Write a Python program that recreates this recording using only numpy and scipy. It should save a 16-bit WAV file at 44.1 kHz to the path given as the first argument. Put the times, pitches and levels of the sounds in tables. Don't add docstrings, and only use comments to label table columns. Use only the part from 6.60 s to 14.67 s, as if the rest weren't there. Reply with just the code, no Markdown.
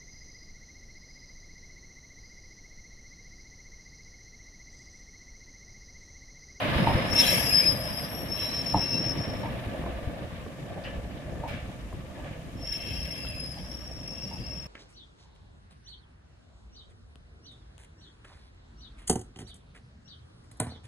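import sys
import numpy as np
from scipy import signal
from scipy.io import wavfile

SR = 44100
rng = np.random.default_rng(int(sys.argv[2]) if len(sys.argv) > 2 else 0)


def generate_wav(sig):
    pcm = np.round(np.clip(np.atleast_2d(sig).T, -1, 1) * 32767).astype(np.int16)
    wavfile.write(sys.argv[1], SR, pcm)


N = 355887
TIME = np.arange(N) / SR


def from_db(db):
    return 10 ** (np.asarray(db) / 20)


def rms_one(x):
    return x / np.sqrt(np.mean(x ** 2) + 1e-20)


def at_hz(points, hz):
    corner_hz, values = np.transpose(points)
    return np.interp(np.log(hz), np.log(corner_hz), values)


def pan(left_db):
    gains = from_db([[left_db / 2], [-left_db / 2]])
    return gains / gains.mean()


def drift(rate):
    r = np.exp(-80 * np.pi * rate / SR)
    noise = rng.standard_normal(N // 40 + 2002)
    slow = signal.lfilter([1], [1, -2 * r, r * r], noise)[2000:]
    return np.interp(np.arange(N) / 40, np.arange(len(slow)), rms_one(slow))


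def band(x, low, high):
    return signal.sosfilt(signal.butter(2, [low, min(high, .45 * SR)], "band", fs=SR, output="sos"), x)


def ring(clicks, hz, t60):
    r, w = from_db(-60 / (t60 * SR)), 2 * np.pi * hz / SR
    return signal.lfilter([0, np.sin(w)], [1, -2 * r * np.cos(w), r * r], clicks + 1e-18)


def rubbed(force, hz, width):
    r = np.exp(-np.pi * width / SR)
    tone = signal.lfilter([1, 0, -1], [1, -2 * r * np.cos(2 * np.pi * hz / SR), r * r], force)
    return rms_one(band(tone, hz * .88, hz * 1.12))


def stereo(mid, side, alike):
    alike = np.clip(alike, -1, 1)
    return np.sqrt(1 + alike) * mid + np.sqrt(1 - alike) * side * [[1], [-1]]


# frequency in Hz, left-right likeness from -1 to 1.
EAR_LIKENESS = [(40, 0.71), (300, 0.74), (650, 0.65), (1200, -0.28), (2200, 0.16), (4000, -0.25),
                (15000, -0.012)]


def banded_noise(spectrum, patchy_db, flicker_rate):
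    out, together = 0, drift(flicker_rate)
    lowest, highest = spectrum[0][0], spectrum[-1][0]
    edges = np.geomspace(lowest, highest, 1 + round(3 * np.log2(highest / lowest)))
    white = rng.standard_normal((2, 2, N))
    for k, (low, high) in enumerate(zip(edges, edges[1:])):
        mid, side = band(white[k % 2], low, high)
        hz = np.sqrt(low * high)
        flicker_db = patchy_db * (1.07 * together + drift(flicker_rate))
        gain = from_db(at_hz(spectrum, hz) + flicker_db)
        out = out + gain * stereo(mid, side, at_hz(EAR_LIKENESS, hz))
    return rms_one(out)


def platform(x, t60, alike):
    t = TIME[:SR]
    mid, side = rng.standard_normal((2, SR)) * from_db(-60 * t / t60) * (1 - np.exp(-t / 0.029))
    echoes = stereo(mid, side, alike) / np.sqrt(2 * np.sum(mid ** 2))
    return signal.fftconvolve(np.atleast_2d(x), echoes, axes=1)[:, :N]


def swell_db(s, rise, hold, fade, sag_db=0):
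    age = TIME - s
    outside = np.maximum(-age, 0) / rise + np.maximum(age - hold, 0) / fade
    return -20 * np.minimum(outside, 10) - sag_db * np.clip(age, 0, hold)


PASS_S, SPEED_M_PER_S, TRACK_DISTANCE_M = 0.024, 5.53, 2.17


def distance():
    return np.hypot(TRACK_DISTANCE_M, SPEED_M_PER_S * (TIME - PASS_S))


def spreading_db():
    return 20 * np.log10(distance() / TRACK_DISTANCE_M)


# middle in seconds, half length in seconds, then boom, rumble, roar and rush change in dB.
ROUGH_STRETCHES = [(0.312, 0.2, 13.5, 6, 3, 2), (0.76, 0.19, 5, 3, 3.5, 2), (1.446, 0.6, -1.5, -1, 1.5, -1),
                   (2.665, 0.45, 2.5, 7, 4.5, 4), (3.318, 0.36, 4, 2, 6, 1),
                   (3.984, 0.11, -17, -1, -3, -1.5), (4.202, 0.19, 4.5, 2, 8.5, -0.5),
                   (4.85, 0.21, 4.5, 3, 6, -0.5), (5.3, 0.22, -0.5, -1, -1.5, -1),
                   (5.648, 0.087, 1, 1, 7, 1.5), (6.301, 0.19, 5, 0, 2, 0), (7.607, 0.11, -8, 0, 0, -1)]


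def rail_roughness_db():
    bumps = [np.exp(-np.minimum(((TIME - s) / half) ** 2, 20)) for s, half, *_ in ROUGH_STRETCHES]
    return np.array(ROUGH_STRETCHES)[:, 2:].T @ np.array(bumps)


BOOM_DB, BOOM_FALL = -44, 0.031
RUMBLE_DB, RUMBLE_FALL = -31, 0.57
ROAR_DB, ROAR_FALL = -35, 0.7
RUSH_DB, RUSH_FALL = -32, 0.88


def running_levels():
    base_db = np.array([[BOOM_DB], [RUMBLE_DB], [ROAR_DB], [RUSH_DB]])
    fall = np.array([[BOOM_FALL], [RUMBLE_FALL], [ROAR_FALL], [RUSH_FALL]])
    return base_db - fall * spreading_db() + rail_roughness_db()


# frequency in Hz, relative density in dB per Hz.
BOOM_SPECTRUM = [(22, -27.5), (33, -13), (45, 1.5), (62, 6), (85, -0.5), (110, -0.5)]
RUMBLE_SPECTRUM = [(60, -37), (85, -1.5), (125, 2.5), (190, -1.5), (290, -1.5), (400, -14), (560, -5)]
ROAR_SPECTRUM = [(330, -24.5), (410, -20.5), (510, -9), (660, 12), (800, -9.5), (1050, -13.5), (1400, -44)]
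RUSH_SPECTRUM = [(650, -34), (950, 8), (1400, -0.5), (1780, 2.5), (2050, 2), (2700, 0), (3400, -3),
                 (4400, -12.5), (6500, -63), (10000, -69.5), (15000, -46)]


def rolling():
    boom_db, rumble_db, roar_db, rush_db = running_levels()
    jolts = from_db(1.84 * drift(18.3))
    boom = from_db(boom_db) * banded_noise(BOOM_SPECTRUM, patchy_db=3.5, flicker_rate=40)
    rumble = from_db(rumble_db) * banded_noise(RUMBLE_SPECTRUM, patchy_db=1.34, flicker_rate=18)
    roar = from_db(roar_db - 2.5) * banded_noise(ROAR_SPECTRUM, patchy_db=2.4, flicker_rate=22)
    rush = from_db(rush_db) * banded_noise(RUSH_SPECTRUM, patchy_db=1.2, flicker_rate=30)
    return jolts * (boom + rumble * pan(-0.286)) + roar * pan(-0.85) + rush


# frequency in Hz, width in Hz, relative level in dB.
ROLLING_MODES = [(531.7, 32, 0), (606.8, 18, 1.5), (692, 37, 0), (843, 8.1, -11.5), (1176, 20, -8),
                 (1574, 31, -9.5), (1731, 81, -4.5)]


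def rail():
    _, _, roar_db, _ = running_levels()
    force = rng.standard_normal(N) + 0.41 * rng.standard_normal((2, N))
    hum = sum(from_db(db) * rubbed(force, hz, width) for hz, width, db in ROLLING_MODES)
    return from_db(roar_db - 4.0) * rms_one(hum)


CATCHES_PER_S, CATCH_RISE_S, CATCH_RING_S, CATCH_SLIDE_HZ_PER_S = 280, .03, .008, 2500


def rasp(half_width_hz):
    age = TIME[:int(8 * CATCH_RING_S * SR)]
    envelope = (1 - np.exp(-age / CATCH_RISE_S)) * np.exp(-age / CATCH_RING_S)
    out = np.zeros((2, N + 2 * len(age)), complex)
    catches = rng.uniform(-1, 1, (int(N / SR * CATCHES_PER_S), 5))
    for k, (late, offset, slide, left, right) in enumerate(catches):
        at = int((k + (1 + late) / 2) / CATCHES_PER_S * SR)
        offset_hz = half_width_hz * np.arctanh(.95 * offset)
        turns = offset_hz * age + CATCH_SLIDE_HZ_PER_S * slide * age ** 2 / 2
        ears = np.exp(1j * np.pi * np.array([[left], [right]]))
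        out[:, at:at + len(age)] += envelope * np.exp(2j * np.pi * turns) * ears
    return out[:, :N] / np.sqrt(np.mean(np.abs(out) ** 2))


def grip(rows):
    power, pitches = [], []
    for s, rise, hold, fade, hz, glide, db, _ in rows:
        power.append(from_db(db + swell_db(s, rise, hold, fade)) ** 2)
        pitches.append(hz + glide * np.clip(TIME - s, -rise, hold + fade))
    power, pitches = np.array(power), np.array(pitches)
    total = power.sum(axis=0)
    rough = np.clip(np.array(rows)[:, -1] @ power / total, 0, 1)
    return (pitches * power).sum(axis=0) / total, 10 * np.log10(total), rough


THROB_PERIOD_S, THROB_AT_S = .126, 2.035
RASP_HALF_WIDTH_HZ, RASP_ABOVE_HZ = 54, 40
# time in seconds, left phase lead in radians.
EAR_PHASE_LEAD = [(.6, -.5), (1, .8), (1.7, 0), (6.1, 0), (6.8, -1.6)]


def squeal(rows, jitter_hz, flutter_db, throb_db, octave_db, spread):
    hz, level_db, rough = grip(rows)
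    clean = np.sqrt(1 - rough ** 2)
    phase = 2 * np.pi * np.cumsum(hz + jitter_hz * rough * drift(30)) / SR
    shift = np.exp(2j * np.pi * np.cumsum(RASP_ABOVE_HZ * clean) / SR)
    slipping = rasp(RASP_HALF_WIDTH_HZ * spread) * shift
    ears = np.exp(1j * np.interp(TIME, *np.transpose(EAR_PHASE_LEAD)) * np.array([[1], [0]]))
    throb = from_db(-throb_db * np.cos(np.pi * (TIME - THROB_AT_S) / THROB_PERIOD_S) ** 12)
    flutter = from_db(flutter_db * drift(90))
    swing = (clean * throb * ears + rough * slipping) * flutter * np.exp(1j * phase)
    octave = from_db(octave_db) * rough * swing ** 2
    return from_db(level_db) * np.sqrt(2) * (swing + octave).real


MODE_SPLIT_HZ = 5250
SQUEAL_ECHO_DB, SQUEAL_ECHO_GROWTH = -12.5, 0.15
# full level at in seconds, rise, hold and fade in seconds,
# pitch in Hz, glide in Hz per second, level in dB, roughness (0 clean, 1 all chatter).
SQUEAL_EVENTS = [(0.284, .3, 0.18, 0.17, 5160, 0, -47.5, 0.9),
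                 (0.529, 0.046, 0.2, 0.33, 5396, 153, -29, 0.83),
                 (.58, .033, .022, .04, 5400, 0, -19.3, .3), (0.601, 0.13, 0.5, 0.197, 4950, -1, -42.5, 1),
                 (0.918, 0.16, 0.19, 0.057, 5055, -150, -28, 0.99),
                 (0.848, 0.23, 0.14, 0.3, 5430, 5, -39.5, 0.88),
                 (.968, .085, .047, .016, 5110, 0, -19.3, .27),
                 (1.062, .008, .035, .035, 5110, 0, -20.5, .3),
                 (1.155, .03, .015, .03, 4990, -2500, -39, .5),
                 (1.202, 0.19, 0.21, 0.12, 5090, -150, -40.5, 0.96),
                 (1.27, .025, .012, .03, 5170, 1500, -40.5, .4),
                 (1.378, .02, .015, .04, 5105, -900, -39, .4),
                 (1.428, .03, .018, .035, 5020, -2400, -41.5, .45),
                 (1.291, 0.38, 0.33, 0.18, 5475, 76, -46, .8),
                 (1.532, .015, .012, .025, 5470, 0, -37.5, .3),
                 (1.729, 0.07, .29, 0.025, 5405, 0, -33.3, .58),
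                 (1.79, 0.28, 0.38, 0.44, 4955, -1, -57, 1.01),
                 (2.066, 0.04, 0.462, 0.03, 5404, 0, -32.8, .55),
                 (2.576, 0.056, 0.054, .22, 5408, 3, -40, 0.65),
                 (6.058, 0.06, 0.11, 0.04, 5400, -1, -35.5, 0.63),
                 (6.236, 0.18, 0.3, 0.18, 5453, -3.5, -42.5, 0.73),
                 (6.17, 0.14, 0.495, 0.23, 5254, -280, -49, 0.94),
                 (6.34, 0.13, 0.09, 0.17, 5090, -1.5, -48.5, 1.03),
                 (6.633, 0.33, 0.27, .26, 5094, -100, -44, .98),
                 (6.834, 0.05, 0.02, 0.038, 5070, 4.5, -42.5, 0.3),
                 (7.022, 0.16, 0.065, 0.14, 5060, 601.5, -59, 1.01),
                 (7.12, .35, 0.21, 0.33, 5474, 4.5, -46.5, .8),
                 (7.467, 0.2, 0.29, 0.089, 5420, 68, -45, 0.85),
                 (7.622, .008, .03, .04, 5480, 0, -41.5, .4),
                 (7.664, 0.073, 0.096, 0.13, 4980, 4.5, -54, 0.7),
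                 (7.824, 0.055, 0.017, 0.13, 4970, -100, -47, 0.51),
                 (7.862, 0.11, 0.14, .2, 5415, -4.5, -43, .5)]


def squeals():
    upper = [row for row in SQUEAL_EVENTS if row[4] > MODE_SPLIT_HZ]
    lower = [row for row in SQUEAL_EVENTS if row[4] <= MODE_SPLIT_HZ]
    direct = squeal(upper, jitter_hz=9, flutter_db=1.9, throb_db=9, octave_db=-24, spread=1)
    direct = direct + squeal(lower, jitter_hz=16, flutter_db=1.5, throb_db=2, octave_db=-14.5, spread=1.6)
    echo_gain = from_db(SQUEAL_ECHO_DB + SQUEAL_ECHO_GROWTH * spreading_db())
    return pan(5.1) * (direct + platform(echo_gain * direct, t60=.1, alike=-.4))


GRIND_SAG_DB_PER_S, SING_SAG_DB_PER_S = 9, 10.5
# full level at in seconds, rise, hold and fade in seconds,
# scrape level in dB, bright sizzle level in dB.
FLANGE_CONTACTS = [(0.6, 0.096, 0.13, 0.35, -28, -32), (0.967, 0.36, 0.1, 0.12, -35, -45.5),
                   (1.193, .1, 0.18, 0.76, -47.5, -70), (1.796, .13, 0.45, 0.46, -43, -51.5),
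                   (6.14, 0.18, 0.54, 1, -43.5, -54.5), (7.622, 0.53, 0.54, 0.45, -55, -69)]
# full level at in seconds, rise, hold and fade in seconds, level in dB.
SINGING_SPELLS = [(.72, .16, 1.15, 0.2, -39), (6.25, .3, .2, 1.26, -65), (7.05, 0.41, 0.73, 0.62, -71)]


def flange_levels():
    contacts = from_db([swell_db(*row[:4], GRIND_SAG_DB_PER_S) for row in FLANGE_CONTACTS])
    *_, scrape_db, sizzle_db = np.transpose(FLANGE_CONTACTS)
    scrape = np.max(from_db(scrape_db)[:, None] * contacts, axis=0)
    sizzle = np.max(from_db(sizzle_db)[:, None] * contacts, axis=0)
    spells = [from_db(row[4] + swell_db(*row[:4], SING_SAG_DB_PER_S)) for row in SINGING_SPELLS]
    return scrape, sizzle, np.max(spells, axis=0)


# frequency in Hz, width in Hz, relative level in dB.
LOW_WHEEL_MODES = [(1704, 150, -6.5), (2135, 210, -4), (2446, 290, -7.5), (2696, 140, -4),
                   (3215, 230, -2.5), (4100, 460, -10)]
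BRIGHT_WHEEL_MODES = [(5080, 300, 0), (5880, 130, 0), (6620, 110, -6), (6890, 130, -1.5), (7550, 140, -9),
                      (7950, 120, -6), (8140, 110, -1), (9170, 110, -6.5), (9430, 200, -4.5),
                      (10330, 420, 4.5), (10830, 170, 3.5), (11200, 200, -5), (11630, 200, -1),
                      (12420, 160, -5), (12760, 110, -4), (12990, 130, -4), (13560, 110, -2.5),
                      (13760, 110, -4), (14150, 400, -5)]
SINGING_WHEEL_MODES = [(8440, 16, -11), (9398, 10, -11), (10444, 10, -12), (11577, 5, 1), (11645, 8, -6),
                       (12550, 8, -18), (12776, 7, -16)]


def flange():
    scrape, sizzle, sing = flange_levels()
    friction = rng.standard_normal((2, 2, N)) * from_db(1.5 * drift(90))
    low = high = singing = 0
    for k, (hz, width, db) in enumerate(LOW_WHEEL_MODES):
        low = low + from_db(db + 3 * drift(26)) * rubbed(friction[k % 2], hz, width)
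    for k, (hz, width, db) in enumerate(BRIGHT_WHEEL_MODES):
        mode = rms_one(band(friction[k % 2], hz - width / 2, hz + width / 2))
        high = high + from_db(db + 2 * drift(27)) * mode
    for hz, width, db in SINGING_WHEEL_MODES:
        singing = singing + from_db(db) * rubbed(friction[0], hz, width)
    low, high, singing = rms_one(low), rms_one(high), rms_one(singing)
    return scrape * low * pan(1.0) + sizzle * high * pan(12.0) + sing * singing * pan(5.9)


CHIRP_RASPS_AFTER_S, CHIRP_CHATTER_HZ, CHIRP_WANDER_HZ = .16, 80, 22
# start in seconds, length in seconds, pitch in Hz, level in dB.
CHIRP_EVENTS = [(0.538, 0.12, 2670, -36), (0.558, .13, 3580, -36), (0.57, .055, 3970, -34),
                (0.608, 0.078, 3290, -41), (0.62, 0.12, 3980, -36), (.68, 0.11, 2104, -39),
                (.68, 0.14, 3160, -39), (.71, 0.11, 2700, -37), (0.738, 0.098, 2240, -41),
                (0.888, .06, 2720, -41), (0.904, 0.033, 2520, -36), (1.021, 0.059, 2450, -38),
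                (1.022, 0.027, 2320, -37), (1.746, 0.29, 3985, -47), (1.763, 0.11, 2690, -44.5),
                (2.137, 0.4, 2710, -49), (2.02, 0.51, 4010, -54), (2.225, 0.05, 2670, -41),
                (2.321, 0.071, 2704, -38), (2.329, 0.066, 3970, -45), (6.037, 0.53, 2706, -47.5),
                (6.157, 0.33, 3130, -50), (6.53, 0.3, 2650, -46), (7.346, 0.79, 2703, -55.5)]


def chirps():
    out, wander, chatter = np.zeros((2, N)), drift(12), rasp(CHIRP_CHATTER_HZ)
    for s, length, hz, db in CHIRP_EVENTS:
        now = np.flatnonzero((TIME > s) & (TIME < s + length))
        own = (now + rng.integers(N)) % N
        swell = np.sqrt(np.abs(np.sin(np.pi * (TIME[now] - s) / length)))
        rough = min(length / CHIRP_RASPS_AFTER_S, 1)
        ears = np.exp(1j * rng.normal(0, 1.0, (2, 1)))
        tone = np.sqrt(1 - rough) * ears + np.sqrt(rough) * chatter[:, own]
        turns = np.cumsum(hz + CHIRP_WANDER_HZ * wander[own]) / SR
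        out[:, now] += from_db(db) * np.sqrt(2) * swell * (tone * np.exp(2j * np.pi * turns)).real
    return out * pan(1.27)


TOUCH_S, TOUCH_DB, TOUCH_THUMP_DB = .0055, -13, -12
REBOUND_S, REBOUND_DB, REBOUND_THUMP_DB = .0108, -9, 4
ARRIVAL_CYCLES, CONTACT_CUT_HZ = 1.3, 1450
# time in seconds, level in dB, low thump in dB relative, room in dB relative.
JOINT_DROPS = [(.27, -10.5, -7, -7), (2.142, -10.5, -2, -14), (2.833, -29.5, 3, 0), (3.14, -40, -16, -9),
               (4.835, -27, -6, -1), (5.57, -43, -4, 2), (7.71, -37, 0, 0)]
# frequency in Hz, relative level in dB, 60 dB decay in seconds.
TRACK_MODES = [(62, -9, .12), (125, -9, .1), (188, -10, .11), (307, -8.5, .08), (520, -12, .035),
               (680, -11, .03), (830, -6.5, .042), (915, -5.5, .042), (1030, -15, .03), (1250, -15, .022)]


def joints():
    out, sent = np.zeros(N), np.zeros(N)
    touches = np.array(JOINT_DROPS) + [-TOUCH_S, TOUCH_DB, TOUCH_THUMP_DB, 0]
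    rebounds = np.array(JOINT_DROPS) + [REBOUND_S, REBOUND_DB, REBOUND_THUMP_DB, 0]
    s, level_db, thump_db, room_db = np.vstack([JOINT_DROPS, touches, rebounds]).T
    chance_db = rng.normal(0, .8, (len(s), len(TRACK_MODES)))
    for k, (hz, db, t60) in enumerate(TRACK_MODES):
        heavy = hz < 400
        at = ((s + ARRIVAL_CYCLES / hz) * SR).astype(int)
        clicks = np.zeros((2, N))
        clicks[0, at] = from_db(level_db + db + heavy * thump_db + chance_db[:, k]) * (-1) ** k
        clicks[1, at] = clicks[0, at] * from_db(room_db)
        struck, to_room = ring(clicks, hz, t60)
        out, sent = out + struck, sent + to_room
    softened = signal.butter(4, CONTACT_CUT_HZ, fs=SR, output="sos")
    return signal.sosfilt(softened, out + platform(sent, t60=0.15, alike=0.5))


CRUNCH_DB, CRUNCH_S = -13.5, .05
CRUNCH_LOW_HZ, CRUNCH_HIGH_HZ = 640, 1000


def crunch():
    envelope = 0
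    for s, db, _, room_db in JOINT_DROPS:
        burst_db = swell_db(s + CRUNCH_S / 5, CRUNCH_S / 5, CRUNCH_S / 2, CRUNCH_S)
        envelope = envelope + from_db(db + room_db / 2 + burst_db)
    contacts = rng.standard_normal(N) + .5 * rng.standard_normal((2, N))
    for _ in range(2):
        contacts = band(contacts, CRUNCH_LOW_HZ, CRUNCH_HIGH_HZ)
    return from_db(CRUNCH_DB) * envelope * rms_one(contacts)


FIRING_HZ = 62.15
DRONE_DB, DRONE_GROWTH_DB_PER_S, BEAT_DB, BEAT_PERIOD_S = -53, 1.25, 2.5, 1.664
# multiple of the firing rate, relative level in dB.
ENGINE_ORDERS = [(0.829, -6.5), (1, -6.5), (1.169, -9.5), (2, -9), (2.501, -9.5), (3.002, -11)]


def engine():
    beat_db = BEAT_DB * np.cos(2 * np.pi * TIME / BEAT_PERIOD_S)
    drone_db = DRONE_DB + DRONE_GROWTH_DB_PER_S * TIME + beat_db
    turns = np.cumsum(FIRING_HZ * (1 + 0.01975 * drift(3.99))) / SR
    drone = 0
    for multiple, db in ENGINE_ORDERS:
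        tone = np.sin(2 * np.pi * (multiple * turns + rng.random()))
        drone = drone + from_db(db + 5.2 * drift(4.3)) * tone
    return from_db(drone_db) * rms_one(drone)


# start in seconds, level in dB, rise in seconds, 60 dB decay in seconds,
# frequency in Hz (main mode, and roughly the top of the contact noise).
CLATTER_BURSTS = [(0.239, -34, .004, 0.037, 2480), (4.237, -49, 0.0018, 0.063, 4540),
                  (4.245, -42.5, 0.006, 0.45, 2906), (4.25, -49, 0.035, 0.31, 1864),
                  (4.874, -40.5, 0.019, 0.7, 2900), (4.874, -53, .006, .3, 5000),
                  (4.874, -57, 0.006, 0.25, 12500), (5.329, -57, .002, 0.022, 13500),
                  (5.62, -49.5, 0.056, 0.31, 2420)]


def clatter():
    out = np.zeros((2, N))
    for s, db, rise, t60, hz in CLATTER_BURSTS:
        age = np.maximum(TIME - s, 0)
        decay_db = 60 * np.clip(age - rise, 0, 2 * t60) / t60
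        envelope = np.minimum(age / rise, 1) * from_db(db - decay_db)
        noise = rng.standard_normal((2, N)) * from_db(1.1 * drift(90))
        contacts = rms_one(band(noise, hz / 2.25, hz * 0.98))
        modes = 0
        for ratio in (.8, 1, 1.08):
            modes = modes + np.sin(2 * np.pi * (hz * ratio * age + rng.random((2, 1))))
        sharpness = np.exp(-rise / .015)
        out += envelope * (contacts + sharpness * rms_one(modes)) / np.hypot(1, sharpness)
    return out


# time in seconds, level in dB, middle mode in Hz.
KNOCK_TAPS = [(3.239, -27, 660), (3.263, -25, 680), (3.864, -32, 720), (5.328, -31, 680), (6.649, -33, 900)]


def knocks():
    out = np.zeros(N)
    for s, db, hz in KNOCK_TAPS:
        click = from_db(db) * (np.arange(N) == int(s * SR))
        out += sum(ring(click, hz * ratio, t60=.022) for ratio in (.65, 1, 1.5)) / 2
    return out


# time in seconds, level in dB.
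CLANK_BLOWS = [(4.246, -42.5), (4.258, -47), (4.303, -50)]
# frequency in Hz, relative level in dB, 60 dB decay in seconds.
CLANK_MODES = [(1737, -5, .25), (1906, -4, .2), (2051, -9, .25), (2680, -4, .14), (2778, -7, .22),
               (2939, 0, .3), (3128, -7, .25), (4330, -15, .06), (4850, -9, .04)]


def clank():
    clicks = np.zeros(N)
    for s, db in CLANK_BLOWS:
        clicks[int(s * SR)] = from_db(db)
    struck = sum(from_db(db) * ring(clicks, hz, t60) for hz, db, t60 in CLANK_MODES)
    return struck + .5 * platform(struck, t60=.15, alike=0)


RATTLE_CONTACTS_PER_S = 400
# full level at in seconds, rise, hold and fade in seconds, level in dB.
RATTLE_SPELLS = [(4.89, .025, .05, .11, -44.5), (5.65, .04, .05, .12, -53)]
# frequency in Hz, width in Hz, relative level in dB.
FITTING_MODES = [(1720, 50, -3), (2300, 60, 0), (2780, 35, -6), (3410, 120, -8)]


def rattle():
    envelope = sum(from_db(row[4] + swell_db(*row[:4])) for row in RATTLE_SPELLS)
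    contacts = rng.standard_normal((2, N)) * (rng.random(N) < RATTLE_CONTACTS_PER_S / SR)
    ringing = sum(from_db(db) * rubbed(contacts, hz, width) for hz, width, db in FITTING_MODES)
    return envelope * rms_one(ringing)


HISS_DB = -64.5
FIZZ_DB, FIZZ_LOSS_DB_PER_M, FIZZ_FOLLOWS = -54.5, 0.8, 1.45
# frequency in Hz, relative density in dB per Hz.
HISS_SPECTRUM = [(2500, -42), (4500, 0), (7000, -2), (11000, -7), (14500, -13.5)]
FIZZ_SPECTRUM = [(5500, 2), (8000, -5), (10500, 8), (14500, -1)]


def hiss():
    *_, rough_db = rail_roughness_db()
    fizz_db = FIZZ_DB - FIZZ_LOSS_DB_PER_M * distance() + FIZZ_FOLLOWS * rough_db
    steady = from_db(HISS_DB) * banded_noise(HISS_SPECTRUM, patchy_db=.5, flicker_rate=12)
    fizz = from_db(fizz_db) * banded_noise(FIZZ_SPECTRUM, patchy_db=.7, flicker_rate=12)
    return steady * pan(26) + fizz * pan(12)


def scene():
    wheels = rolling() + rail() + squeals() + flange() + chirps() + joints() + crunch()
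    loose_parts = clatter() + knocks() + clank() + rattle()
    return wheels + engine() + loose_parts + hiss()


def record(dry):
    return signal.sosfilt(signal.ellip(10, .1, 80, 15600, fs=SR, output="sos"), dry)


dry = scene()
out = record(dry)
generate_wav(out)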